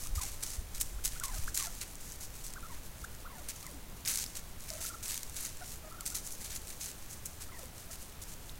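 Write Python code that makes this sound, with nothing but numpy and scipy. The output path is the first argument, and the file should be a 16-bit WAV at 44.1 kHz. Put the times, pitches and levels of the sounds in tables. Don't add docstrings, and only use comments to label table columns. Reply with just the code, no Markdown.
import sys
import numpy as np
from scipy import signal
from scipy.fft import rfft, irfft, next_fast_len
from scipy.io import wavfile
from scipy.ndimage import uniform_filter1d

SR = 44100
rng = np.random.default_rng(int(sys.argv[2]) if len(sys.argv) > 2 else 0)


def inscribe(sig):
    pcm = np.round(np.clip(np.atleast_2d(sig).T, -1, 1) * 32767)
    wavfile.write(sys.argv[1], SR, pcm.astype(np.int16))


N = 378819
T = np.arange(N) / SR

# (t/s, pressing time/s, toe drag after it/s, level/dB, extra body below 2.5 kHz/dB)
FOOTFALLS = [(0.0, 0.021, 0.036, -45.5, -1.5), (0.152, .045, 0, -41.5, -0.5),
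             (0.212, 0.023, 0.0567, -37.5, 1.5), (.425, 0.0192, 0.111, -37, -0.5),
             (0.745, 0.0374, 0.0044, -44.5, 1), (.801, 0.02155, 0.0102, -33.5, -8.5),
             (1.04, 0.0288, 0.017, -32, -2.5), (1.11, 0.072, 0.0029, -49, 6),
             (1.235, .023, 0.00051, -35.5, -2), (1.336, 0.1, 0.012, -46, 3),
             (1.473, 0.0206, 0.012, -43.5, 2.5), (1.544, .012, 0.007, -33, -12.5),
             (1.566, 0.0353, .07, -33.5, 2), (1.808, 0.0241, 0.0042, -41.5, 5.5),
             (2.002, 0.0874, 0.0072, -51, 1), (2.206, 0.0485, 0.0034, -45, -2.5),
             (2.44, 0.0416, 0.023, -43.5, -3), (2.72, 0.057, 0.014, -53.5, 7), (3.037, .011, 0, -47, -3),
             (3.485, 0.0244, 0.0083, -38.5, 3), (3.55, 0.0874, 0.0086, -52, 1),
             (4.055, 0.0188, 0.016, -38, 5), (4.074, .047, .11, -32, .5), (4.35, 0.0446, 0.0016, -44, 4),
             (4.681, 0.0995, 0.05, -48, 4), (4.809, 0.0827, 0.008, -38.5, -0.5),
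             (5.031, 0.0624, 0.00064, -38.5, 1.5), (5.091, .066, 0.016, -38, 2.5),
             (5.36, 0.082, 0, -40.5, 0), (5.448, 0.0246, .03, -38.5, 2.5), (5.636, 0.107, 0.034, -47, -2),
             (6.056, 0.024, 0.051, -36, -4), (6.145, 0.0261, 0.0316, -34.5, -1.5),
             (6.249, 0.0257, 0, -43, -16.5), (6.315, 0.0284, 0.012, -42.5, -18.5),
             (6.443, 0.0193, 0.024, -42, 3), (6.5, 0.0406, 0.0094, -43.5, 3.5),
             (6.548, 0.0174, 0.0104, -38.5, -3), (6.804, 0.1004, 0.013, -41.5, -0.5),
             (7.095, 0.0457, 0.0083, -47.5, -10.5), (7.256, 0.00994, 0.0017, -36.5, -18),
             (7.405, 0.0388, 0.0055, -45, 1), (7.908, 0.0366, 0.017, -45, 0),
             (8.218, .016, 0.0052, -42, -4), (8.28, 0.061, 0.0064, -51, -1)]
# (f/Hz, level/dB)
LEAF_COLOUR = [(300, -21), (700, -20), (1300, -12), (2300, -8.5), (3200, -9.5), (4000, -6), (5000, -5),
               (6200, -.5), (8000, -1), (10500, -3), (12500, -5.5), (15500, -10)]


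def undb(db):
    return 10 ** (np.asarray(db) / 20)


def unit(x):
    return x / np.sqrt(np.mean(x ** 2) + 1e-18)


def add(out, s, x):
    i = max(int(s * SR), 0)
    out[i:i + len(x)] += x[:max(N - i, 0)]


def curve(rows):
    return undb(np.interp(T, *np.transpose(rows)))


def colour(x, points):
    size = 2 * next_fast_len(len(x))
    hz, db = np.transpose(points)
    f = np.maximum(np.fft.rfftfreq(size, 1 / SR), 1)
    log_gain = np.log(undb(np.interp(np.log(f), np.log(hz), db)))
    cepstrum = irfft(log_gain)
    cepstrum[1:size // 2] *= 2
    cepstrum[size // 2 + 1:] = 0
    response = np.exp(rfft(cepstrum))
    return irfft(rfft(x, size) * response)[:len(x)]


def walk(rate):
    hold = max(int(SR / rate), 1)
    levels = np.repeat(rng.standard_normal(N // hold + 1), hold)
    smooth = uniform_filter1d(uniform_filter1d(levels, hold), hold)
    return unit(smooth[:N])


def crackle(rate, spread_db, ring_s, hiss):
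    size = undb(spread_db * np.minimum(rng.exponential(size=N), 4.5))
    hits = rng.random(N) < rate / SR
    power = signal.lfilter([1], [1, -np.exp(-1 / (ring_s * SR))], hits * size ** 2)
    envelope = np.sqrt(power / power.mean() + hiss ** 2)
    return unit(envelope * rng.standard_normal(N))


def wood(level_db=-50.5, swell_db=0.17):
    # (f/Hz, level/dB)
    wood_colour = [(15, -0.5), (60, 10.5), (95, 6.5), (130, 2.5), (170, 2), (260, -2.5), (400, -5.5),
                   (650, -7), (1000, -9), (2000, -12.5), (3200, -14), (6500, -18), (10000, -17),
                   (15500, -16)]
    hush = unit(colour(rng.standard_normal(N), wood_colour))
    return hush * undb(level_db + swell_db * walk(1.957))


def air(trim_db=1, gust_db=0.5):
    # (t/s, level/dB)
    breeze = [(0, -43), (1.5, -41.5), (1.9, -50.5), (2.6, -45.5), (3.4, -50), (8.59, -49.5)]
    # (f/Hz, level/dB)
    rumble_colour = [(5, -1.5), (15, -3.5), (30, -7), (50, -15.5), (85, -20), (125, -27.5), (300, -62)]
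    # (t/s, f/Hz, envelope width/s, peak/dB)
    air_bumps = [(.135, 29, 0.0083, -26.5), (0.179, 66.4, 0.00567, -25.5), (0.591, 51.5, 0.0049, -28.5),
                 (.795, 31, 0.0079, -31.5), (0.945, 45, 0.015, -35.5), (1.348, 31.2, 0.0256, -32),
                 (1.395, 78.9, 0.00458, -29.5)]
    rumble = unit(colour(rng.standard_normal(N), rumble_colour))
    out = rumble * curve(breeze) * undb(trim_db + gust_db * walk(3.9))
    t = T[:SR // 4] - 1 / 8
    for s, hz, width, db in air_bumps:
        bump = np.cos(2 * np.pi * hz * t) / np.cosh(t / width)
        add(out, s + t[0], undb(db) * bump)
    return out


def stir(trim_db=-3.0, flicker_db=3.0):
    # (t/s, level/dB)
    stir_level = [(0.0, -48.5), (0.41, -47.5), (0.57, -49), (0.86, -54), (1.5, -50), (1.82, -51.5),
                  (2.37, -51), (3.18, -55), (4.06, -58.5), (4.23, -40.5), (4.38, -65), (4.62, -49),
                  (4.81, -51.5), (5.24, -48.5), (5.91, -57), (6.29, -47.5), (6.65, -53.5), (8.59, -54)]
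    ticks = unit(colour(crackle(rate=350, spread_db=3.0, ring_s=0.00065, hiss=0.927), LEAF_COLOUR))
    return ticks * curve(stir_level) * undb(trim_db + flicker_db * walk(25))


def whines(third_db=-8, waver=0.0254, stumble_octaves=0.03474, uneven_db=1.58,
           rest_share=0.123, hold_share=0.706):
    # (t/s, length/s, first f/Hz, last f/Hz, level/dB, overtone/dB)
    whine_runs = [(0.057, 0.0096, 1057, 1450, -51.5, -14), (0.173, 0.0808, 1387, 662, -50, -11),
                  (.986, 0.0131, 1300, 1724, -56, -14), (1.155, 0.0187, 1260, 1677, -53, -11),
                  (1.207, 0.0215, 1406, 1470, -47, -19.5), (1.23, 0.0797, 1174, 1027, -47, -10),
                  (1.307, .075, 929.7, 590.8, -55, -1.5), (1.476, 0.0108, 1100, 1968, -39.5, -20),
                  (1.59, 0.0993, 1380, 585, -49.5, -4), (2.553, 0.0372, 1644, 1480, -49, -18),
                  (2.627, 0.0403, 1390, 1288, -50, -11.5), (2.696, 0.0388, 1092, 951, -51.5, -8),
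                  (3.04, 0.0117, 1266, 1792, -42.5, -20), (3.246, 0.0372, 1394, 1484, -49, -20.5),
                  (3.297, 0.1286, 1170, 553.5, -54.5, -5.5), (3.636, 0.0493, 1380, 888, -56, 2.5),
                  (3.69, 0.0402, 616.7, 425, -58, -3.5), (3.738, 0.049, 318.2, 240, -54.5, -13),
                  (4.703, 0.0685, 661.8, 595.3, -49, -17), (4.779, 0.039, 648, 672, -53.5, -7.5),
                  (4.847, 0.0082, 1390, 1390, -47, 1), (4.897, 0.0215, 1520, 1338, -50, -20.5),
                  (4.937, 0.022, 1471, 1347, -48.5, -20), (5.01, 0.025, 1400, 1391, -61, -19),
                  (5.61, 0.027, 719, 739.5, -47.5, -4.5), (5.834, 0.0604, 657.2, 600.3, -52.5, -7),
                  (5.91, 0.053, 1393, 1402, -53, -18.5), (5.978, 0.0546, 1502, 1239, -54, -21.5),
                  (6.112, .062, 1445, 1386, -59, -16), (7.489, 0.016, 1403, 1320, -56, -16),
                  (7.516, 0.0684, 1085, 878.5, -57.5, 2), (7.585, 0.0632, 702, 470, -55.5, -8.5),
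                  (7.895, 0.019, 664, 642, -54.5, -6.5)]
    # (f/Hz, level/dB)
    throat = [(280, 1.5), (650, -2.5), (1000, -2.5), (1400, 0.5), (1700, -2.5), (2050, -1.5), (2800, -24.5),
              (4200, -22)]
    note_s, fade_db_per_s = .025, 19
    arch_octaves, arch_hz, flat_hz = 0.3997, 1299.6, 618
    out, unsteady = np.zeros(N), walk(300)
    for s, length, first_hz, last_hz, db, overtone_db in whine_runs:
        t = T[:int(length * SR)]
        notes = max(round(length / note_s), 1)
        note, through = np.divmod(notes * t / length, 1)
        u = 2 * through - 1

        run = float(notes > 2)
        stumble, strength = run * rng.standard_normal((16, 2))[note.astype(int)].T
        progress = (note + .5 + (1 - run * hold_share) * u / 2) / notes
        slide = first_hz + (last_hz - first_hz) * progress
        height = np.clip((slide - flat_hz) / (arch_hz - flat_hz), 0, 1)
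        arch = arch_octaves * height * (u * length / notes / note_s) ** 2
        wavering = 1 + waver * np.roll(unsteady, -int(s * SR))[:len(t)]
        pitch = slide * 2 ** (stumble_octaves * stumble - arch) * wavering
        phase = 2 * np.pi * np.cumsum(pitch) / SR

        tone = np.zeros(len(t))
        for k, part_db in enumerate([0, overtone_db, overtone_db + third_db], 1):
            throat_db = np.interp(k * pitch, *np.transpose(throat))
            tone += undb(part_db + throat_db) * np.sin(k * phase)

        sounding = 1 - run * np.clip(rest_share, 0, .5)
        pressure = unit(np.cos(np.pi / 2 * u / sounding).clip(0) ** .5)
        level = undb(db - fade_db_per_s * t + uneven_db * strength)
        add(out, s, np.sqrt(2) * tone * pressure * level)
    return out


def lesser_snaps(every_s=.045, over_db=9, scatter_db=-0.5, ring_hz=7400, scatter_octaves=0.112):
    rows = []
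    for s, press, drag, db, _ in FOOTFALLS:
        moments, chance = rng.random(8), rng.standard_normal((8, 2))
        breaks = max(round((press + drag) / every_s), 1)
        for moment, (size, stiffness) in zip(moments[:breaks], chance):
            start = s + moment * (press + drag)
            peak_db = db + over_db + scatter_db * size
            rows.append((start, peak_db, ring_hz * 2 ** (scatter_octaves * stiffness)))
    return rows


def snaps(ring_cycles=1.203, twig_hz=6200, flutter_s=0.00168, flutter_db=-16, trim_db=-.5):
    # (t/s, peak/dB, ring f/Hz)
    loud_snaps = [(.436, -15.5, 9360), (.812, -12, 6950), (.817, -19, 7950), (1.05, -16, 9700),
                  (1.077, -22, 7760), (1.199, -22, 9000), (1.282, -27.5, 8000), (1.443, -28.5, 11800),
                  (1.575, -14.5, 8500), (1.626, -17, 6230), (1.814, -21, 6370), (1.955, -27.5, 7200),
                  (2.121, -28.5, 7000), (2.537, -24.5, 10100), (3.15, -35, 7600), (3.488, -26.5, 6360),
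                  (3.628, -31, 12930), (3.666, -28, 8050), (4.051, -24.5, 5080), (4.076, -19, 4970),
                  (4.139, -21, 8700), (4.157, -16, 9080), (4.174, -17.5, 9100), (4.189, -21, 6016),
                  (4.24, -20.5, 6500), (4.263, -28, 4930), (4.371, -23.5, 8474), (4.703, -23.5, 5360),
                  (4.736, -25.5, 7050), (5.177, -19.5, 6890), (5.232, -25.5, 6980), (5.297, -28.5, 9400),
                  (5.366, -25.5, 8350), (5.452, -24, 7250), (5.461, -23.5, 5780), (6.008, -24, 7050),
                  (6.063, -19, 8197), (7.259, -25, 7417), (8.495, -34, 3734)]
    out, t = np.zeros(N), T[:SR // 50]
    for s, db, hz in list(loud_snaps) + lesser_snaps():
        cycles = hz * t
        ring = ring_cycles * max(twig_hz / hz, 1) ** 2
        click = np.sin(2 * np.pi * cycles) * np.exp(-cycles / ring) * np.tanh(cycles)
        flutter = unit(colour(rng.standard_normal(len(t)), LEAF_COLOUR)) * np.exp(-t / flutter_s)
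        snap = click + undb(flutter_db) * flutter
        add(out, s, undb(db + trim_db) * snap / np.abs(snap).max())
    return out


def steps(rise_s=.002, rise_share=.13, release_s=0.00505, drag_db=-5.0, settle_s=0.0556, settle_db=-12,
          dull_db=-3, sag_db=2.08, ragged_db=0.94, crisp_db=-0.56, trim_db=-0.5):
    cracks = unit(colour(crackle(rate=1900, spread_db=4.0, ring_s=0.000263, hiss=0.72), LEAF_COLOUR))
    cracks = cracks * undb(ragged_db * walk(140))
    out, t = np.zeros(N), T[:SR // 2]
    for s, press, drag, db, body_db in FOOTFALLS:
        rise = rise_s + rise_share * press
        after = np.maximum(t - press - rise / 2, 0)
        crush = np.exp(-after / release_s)
        toes = undb(drag_db) * np.exp(-np.maximum(after - drag, 0) / release_s)
        settling = undb(settle_db) * np.exp(-after / settle_s)
        trail = np.maximum(np.maximum(toes, settling) - crush, 0)

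        grains = np.roll(cracks, -int(s * SR))[:len(t)]
        grains = grains / np.std(grains[:int(press * SR)])
        sag = undb(sag_db * (.5 - np.minimum(t / press, 1)))
        grains = grains * np.minimum(t / rise, 1) * sag

        dulled = colour(grains * trail, [(2500, dull_db / 2), (6000, 0), (12000, dull_db)])
        step = grains * crush + dulled
        step = colour(step, [(2500, body_db), (6000, 0), (12000, crisp_db)])
        add(out, s - rise / 2, undb(db + trim_db) * step)
    return out


def ground(x, lag_s=0.000469, share=0.037):
    return x + share * np.interp(T - lag_s, T, x)


def trunks(x, t60_s=0.98, wet_db=-16):
    t = T[:SR]
    echo = rng.standard_normal(SR) * undb(-60 * t / t60_s) * (t > .008)
    echo = colour(echo, [(1500, -1.5), (6000, -1), (14000, -6.0)])
    return undb(wet_db) * signal.fftconvolve(x, echo / np.linalg.norm(echo))[:N]


def scene():
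    leaves = ground(steps() + snaps() + stir())
    birds = leaves + whines()
    return (birds + trunks(birds) + wood() + air())[None]


def record(dry, top_hz=15850):
    return signal.sosfilt(signal.ellip(10, .2, 70, top_hz, fs=SR, output="sos"), dry)


dry = scene()
out = record(dry)
inscribe(out)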